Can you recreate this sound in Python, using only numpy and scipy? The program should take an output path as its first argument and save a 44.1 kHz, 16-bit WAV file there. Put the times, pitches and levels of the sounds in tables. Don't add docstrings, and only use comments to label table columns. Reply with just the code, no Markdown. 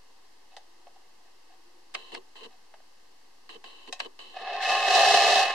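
import sys
import numpy as np
from scipy import signal
from scipy.fft import rfft, irfft
from scipy.io import wavfile
from scipy.ndimage import uniform_filter1d

SR = 44100
rng = np.random.default_rng(int(sys.argv[2]) if len(sys.argv) > 2 else 0)


def dump(signal):
    limited = np.clip(np.atleast_2d(signal).T, -1, 1)
    pcm = np.round(limited * 32767).astype(np.int16)
    wavfile.write(sys.argv[1], SR, pcm)


N = 244314
TIME = np.arange(N) / SR


# f/Hz, width/Hz, relative level/dB
HULL_MODES = [(249, 59, -29.5), (408, 11, -15), (471, 36, -17.5), (569, 55, -15), (704, 19, 0),
              (734.3, 21, -5.5), (759.8, 21.7, -1.5), (795, 8.9, -3), (1040, 17, -30), (1075, 11, -9.5),
              (1207.4, 28.6, -7.5), (1615, 126, -19.5), (1745, 180, -14), (1827, 64, -23.5),
              (2070, 210, -19.5), (2604, 74, -5.5), (2950, 100, -13.5), (3200, 146, -16), (3858, 217, -13),
              (4174, 170, -14.5), (4600, 93, -18.5), (4950, 330, -19), (5500, 590, -22.5), (6470, 270, -23),
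              (7550, 630, -29), (9100, 670, -33)]
# f/Hz, correlation (-1 to 1)
TOY_LIKENESS = [(200, 0.92), (750, 0.99), (1100, .88), (2000, .7), (2700, .7), (3500, .25), (6000, .1),
                (9000, -0.62)]
# t/s, hull boom level/dB, gear rattle level/dB
DRIVE_LEVELS = [(4.35, -49, -55), (4.362, -46.5, -50), (4.534, -33, -39), (4.594, -34, -40),
                (4.628, -34, -31), (4.716, -24, -27), (4.806, -29.5, -30), (4.972, -20, -23),
                (5.4, -22, -24), (5.54, -37, -36)]
# t/s, extra level/dB
GEAR_JOLTS = [(4.37, 8.5), (4.477, 4.5), (4.957, 3), (5.15, 4), (5.508, 7.5)]


def friction_motor():
    full_teeth_per_s, full_rattles_per_s, full_axle_hz = 950, 7000, 26
    wobble_db, uneven_db, grain_db = 0.5, 1.0, 4.6
    boom_trim_db, gear_trim_db = -0.5, 2.5
    jolt_s, jolt_rattle_share = 0.025, 0.82
    spin_up_s = 0.015
    split_hz = 1305

    t, boom, rattle = np.transpose(DRIVE_LEVELS)
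    boom_db, rattle_db = np.interp(TIME, t, boom), np.interp(TIME, t, rattle)
    effort_db = rattle_db - rattle_db.max()
    engaged = np.clip(1 + (TIME - t[0]) / spin_up_s, 0, 1)
    speed = from_db(0.4 * effort_db) * (engaged > 0)

    teeth = cycles(full_teeth_per_s * speed * (1 + 0.06 * drift(60)))
    loose_shafts = rng.random(N) < full_rattles_per_s * speed / SR
    uneven_hits = from_db(grain_db * np.clip(rng.standard_normal(N), -2, 2))
    force = (teeth + 0.62 * loose_shafts) * uneven_hits
    turns = np.cumsum(full_axle_hz * speed * (1 + 0.1 * drift(18))) / SR
    axle = np.sin(2 * np.pi * turns)
    force = force * from_db(wobble_db * axle + uneven_db * drift(84))

    hull = strike(force, HULL_MODES, TOY_LIKENESS, low_hz=328, high_hz=6800)
    low = cut(hull, split_hz, "low", order=5)
    high = sheet(cut(hull, split_hz, "high", order=5), wet_db=-3.5)
    dull = cut(high, 3400, "low", order=2)
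    bright = cut(high, 17000, "low", order=2)
    hardness = from_db(0.85 * effort_db)
    high = (1 - hardness) * dull + hardness * bright

    jolt_db = sum(db * swell(at, jolt_s) for at, db in GEAR_JOLTS)
    boom_sound = from_db(boom_db + boom_trim_db + jolt_db) * steady(low)
    rattle_sound = from_db(rattle_db + gear_trim_db + jolt_rattle_share * jolt_db) * steady(high)
    return engaged * (boom_sound + rattle_sound)


# t/s, nominal peak level/dB before the ringing is added, contact cut-off f/Hz
FINGER_TAPS = [(0.566, -33, 11600), (0.568, -36.5, 900), (0.868, -38.5, 875), (0.961, -44, 850),
               (2.739, -37.5, 1250), (2.802, -48, 1090), (3.9255, -20.5, 13000)]


def taps():
    knocks = blows(FINGER_TAPS, HULL_MODES, TOY_LIKENESS, chatter_s=0.0048, crest_db=11.0,
                   damping_hz=42, low_hz=540)
    return sheet(knocks, wet_db=-4)


# t/s at the middle, length/s, level/dB at the middle, before the room
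GLOVE_RUBS = [(0.247, 0.049, -63), (0.533, 0.074, -56.5), (1.27, 0.089, -64.5), (1.526, 0.1, -59.5),
              (2.527, 0.11, -58.5)]


def glove():
    slips = (rng.random(N) < 3000 / SR) * rng.standard_normal(N)
    hiss = rms_one(strike(slips, HULL_MODES, TOY_LIKENESS, low_hz=624, high_hz=2220))
    return hiss * sum(from_db(db) * swell(t, length) for t, length, db in GLOVE_RUBS)


# f/Hz, width/Hz, relative level/dB
LENS_MODES = [(410, 190, -12), (810, 75, -11), (1054, 77, -5), (1800, 570, -16), (2708, 92, -2.5),
              (3005, 97, 0.5), (3880, 100, -8), (4100, 160, -6.5), (4670, 100, -17.5), (7600, 1500, -26.5)]
# f/Hz, width/Hz, relative level/dB
BARREL_MODES = [(262, 87, -2.5), (330, 84, -11), (478, 120, 1), (491, 52, 6.5), (1020, 210, 5.5)]
# f/Hz, correlation (-1 to 1)
LENS_LIKENESS = [(300, .1), (1200, 0.32), (2700, -0.23), (4000, 0.23), (6000, 0.26)]
# start t/s, brake t/s, knock level/dB, buzz level/dB, brake level/dB
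LENS_MOVES = [(1.9488, 2.119, -17, -55, -44), (2.149, 2.161, -24.5, -53, -46.5),
              (2.355, 2.408, -42.5, -57.5, -50), (2.43, 2.445, -50, -54, -47.5),
              (3.492, 3.546, -33.5, -56, -49.5), (3.641, 3.875, -34, -56, -45.5),
              (4.002, 4.047, -16.5, -53, -44.5), (4.191, 4.404, -34.5, -54.5, -49)]


def focus_motor():
    step_hz, step_decay = 203, 1.0
    thump_db, groan_db, strain_db = -7.0, -6, -2.0
    surge_db, surge_s = 9.5, 0.056
    brake_s = 0.02
    shudder_s, barrel_lag_s = 0.045, 0.01594

    burst = np.exp(-(TIME * step_hz % 1) / step_decay)
    force = burst * (rng.random(N) < 14000 / SR)
    buzz = steady(strike(force, LENS_MODES, LENS_LIKENESS, low_hz=246, high_hz=6000))
    thump = steady(strike(force, BARREL_MODES, LENS_LIKENESS, low_hz=170, high_hz=910))
    effort = shake = 0
    for start, brake, _, buzz_db, brake_db in LENS_MOVES:
        extra_db = surge_db * np.exp(-abs(TIME - start) / surge_s)
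        running = (TIME > start) & (TIME <= brake)
        braking = (TIME > brake) & (TIME < brake + brake_s)
        effort = effort + from_db(buzz_db + extra_db) * running + from_db(brake_db + strain_db) * braking
        peak = brake + barrel_lag_s
        barrel = from_db(thump_db) * thump * swell(peak, shudder_s)
        shudder = barrel + from_db(groan_db) * groan(peak, shudder_s)
        shake = shake + from_db(brake_db) * shudder
    return buzz * cut(effort, 52, "low", order=1) + shake


def groan(middle, length, hz=470, octaves_per_s=17):
    glide = 2 ** (-octaves_per_s * np.clip(TIME - middle, -length, length))
    rough_hz = hz * glide * (1 + 0.14 * drift(197.0))
    phase = 2 * np.pi * np.cumsum(rough_hz) / SR
    return np.sqrt(2) * np.sin(phase + [[0], [1.2]]) * swell(middle, length)


# f/Hz, width/Hz, relative level/dB
STOP_MODES = [(808, 220, -2), (1150, 220, -6), (1617, 80, 0.5), (2020, 790, -1.5), (2590, 290, 0.5),
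              (4210, 510, -4), (4960, 2100, -17), (8400, 2000, -12)]


def lens_knocks():
    knock_hz, hard_knock_db = 4200, -29
    catch_db, catch_hz = 6.5, 5500
    slack_s, slack_db, slack_loss_db, slack_hz = 0.0041, -33, 4.5, 10000
    rows = []
    for start, brake, knock_db, _, brake_db in LENS_MOVES:
        rows.append((start, knock_db, knock_hz))
        rows.append((brake, brake_db + catch_db, catch_hz))
        if knock_db > hard_knock_db:
            rows.append((start - slack_s, slack_db, slack_hz))
            rows.append((start - 2 * slack_s, slack_db - slack_loss_db, slack_hz))
    return blows(rows, STOP_MODES, LENS_LIKENESS, chatter_s=0.0039, crest_db=12.0,
                 damping_hz=5.6, low_hz=313)


def sheet(x, wet_db):
    spectrum = [(700, -19), (1500, 0.0), (3000, -2), (6000, 3.0)]  # f/Hz, level/dB
    return ring_on(x, spectrum, TOY_LIKENESS, t60=0.085, wet_db=wet_db)


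def camera_case(x):
    spectrum = [(400, -5), (1200, -17), (4000, -26), (12000, -18.5)]  # f/Hz, level/dB
    return ring_on(x, spectrum, LENS_LIKENESS, t60=0.14, wet_db=-12)


def room(x):
    spectrum = [(300, 5.5), (3000, 0.5), (12000, -11.5)]  # f/Hz, level/dB
    return ring_on(x, spectrum, TOY_LIKENESS, t60=0.31, wet_db=-16.5)


# f/Hz, relative level/dB per Hz
HUSH_SPECTRUM = [(25, -3), (70, -14.5), (130, -22.5), (200, -11.5), (330, -4.5), (500, -3.5), (615, -12),
                 (750, -1), (1150, -3.5), (1800, -7.5), (2800, -7.5), (3500, -13.5), (4400, -8),
                 (7000, -16.5), (14000, -26.5)]
# f/Hz, correlation (-1 to 1)
HUSH_LIKENESS = [(100, 0.98), (400, 0.18), (1500, 0.2), (6000, 0.051)]


def room_hush(level_db=-60):
    noise = stereo_noise(HUSH_SPECTRUM, HUSH_LIKENESS, N)
    return from_db(level_db) * rms_one(cut(noise, 24, "high", order=4))


# t/s at the middle, length/s, level/dB at the middle
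HUM_SWELLS = [(0.827, 0.79, -73.5), (1.75, 0.68, -69.5)]


def hum(hz=345, width=45):
    once = resonate(rng.standard_normal(N), hz, width)
    tone = rms_one(resonate(once, hz, width))
    return tone * sum(from_db(db) * swell(t, length) for t, length, db in HUM_SWELLS)


def strike(force, modes, likeness, low_hz, high_hz):
    at, out = np.flatnonzero(force), 0
    for hz, width, db in modes:
        left = force[at] * rng.choice([-1, 1], len(at))
        same = rng.random(len(at)) < (1 + at_hz(likeness, hz)) / 2
        push = np.zeros((2, len(force)))
        push[:, at] = left, np.where(same, left, -left)
        out = out + from_db(db) * resonate(push, hz, width)
    return cut(cut(out, low_hz, "high", order=3), high_hz, "low", order=1)


def blows(rows, modes, likeness, chatter_s, crest_db, damping_hz, low_hz):
    out, size = np.zeros((2, N)), SR // 5
    t = np.arange(size) / SR
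    damped = [(hz, width + damping_hz, db - 20 * np.log10(1 + damping_hz / width))
              for hz, width, db in modes]
    for at, db, contact_hz in rows:
        force = (rng.random(size) < 9000 / SR) * np.exp(-t / chatter_s)
        force[0] = 1
        sound = strike(force, damped, likeness, low_hz=low_hz, high_hz=11900)
        sound = cut(sound, contact_hz, "low", order=2)
        start = round(at * SR)
        out[:, start:start + size] += sound * from_db(db - crest_db) / np.std(sound[:, t < 0.01])
    return out


def ring_on(x, spectrum, likeness, t60, wet_db):
    size = SR // 2
    t = np.arange(size) / SR
    tail = stereo_noise(spectrum, likeness, size) * from_db(-60 * t / t60) * (t > 0.001)
    tail = tail / np.sqrt(np.sum(tail ** 2) / 2)
    return x + from_db(wet_db) * signal.fftconvolve(x, tail, axes=1)[:, :N]


def stereo_noise(spectrum, likeness, size):
    hz = np.arange(size // 2 + 1) * SR / size
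    mid, side = rfft(rng.standard_normal((2, size))) * from_db(at_hz(spectrum, hz))
    alike = np.clip(at_hz(likeness, hz), -1, 1)
    both = np.sqrt(1 + alike) * mid + np.sqrt(1 - alike) * side * [[1], [-1]]
    return rms_one(irfft(both, size))


def resonate(x, hz, width):
    r = np.exp(-np.pi * width / SR)
    top = np.array([1, 0, -1]) * (1 - r * r) / 2
    bottom = [1, -2 * r * np.cos(2 * np.pi * hz / SR), r * r]
    return signal.lfilter(top, bottom, x + 1e-18)


def cut(x, hz, kind, order):
    sos = signal.butter(order, min(hz, 0.45 * SR), kind, fs=SR, output="sos")
    return signal.sosfilt(sos, x + 1e-18)


def steady(x):
    power = uniform_filter1d(np.mean(x ** 2, axis=0), SR // 25)
    return x / np.sqrt(np.maximum(power, 0) + 1e-6 * power.max())


def swell(middle, length):
    return np.cos(np.pi * np.clip((TIME - middle) / length, -0.5, 0.5)) ** 2


def drift(rate_hz):
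    return rms_one(cut(rng.standard_normal(N), rate_hz, "low", order=2))


def cycles(per_s):
    return np.diff(np.floor(np.cumsum(per_s) / SR), prepend=0)


def at_hz(points, hz):
    f, value = np.transpose(points)
    return np.interp(np.log(np.maximum(hz, 1)), np.log(f), value)


def rms_one(x):
    return x / np.sqrt(np.mean(x ** 2) + 1e-20)


def from_db(db):
    return 10 ** (np.asarray(db) / 20)


def scene():
    toy = room(friction_motor() + taps() + glove()) * from_db([[-0.3], [0.3]])
    lens = camera_case(focus_motor() + lens_knocks())
    return toy + from_db(2.5) * lens + room_hush() + hum()


# f/Hz, width/Hz, level/dB at the centre of each dip alone
MICROPHONE_DIPS = [(114, 39, -0.5), (1364, 400, -10), (2366, 350, -29)]


def record(dry):
    for hz, width, db in MICROPHONE_DIPS:
        dry = dry - (1 - from_db(db)) * resonate(dry, hz, width)
    top_cut = signal.ellip(12, 0.1, 80, 14050, fs=SR, output="sos")
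    return signal.sosfilt(top_cut, dry) - 0.0025


dry = scene()
out = record(dry)
dump(out)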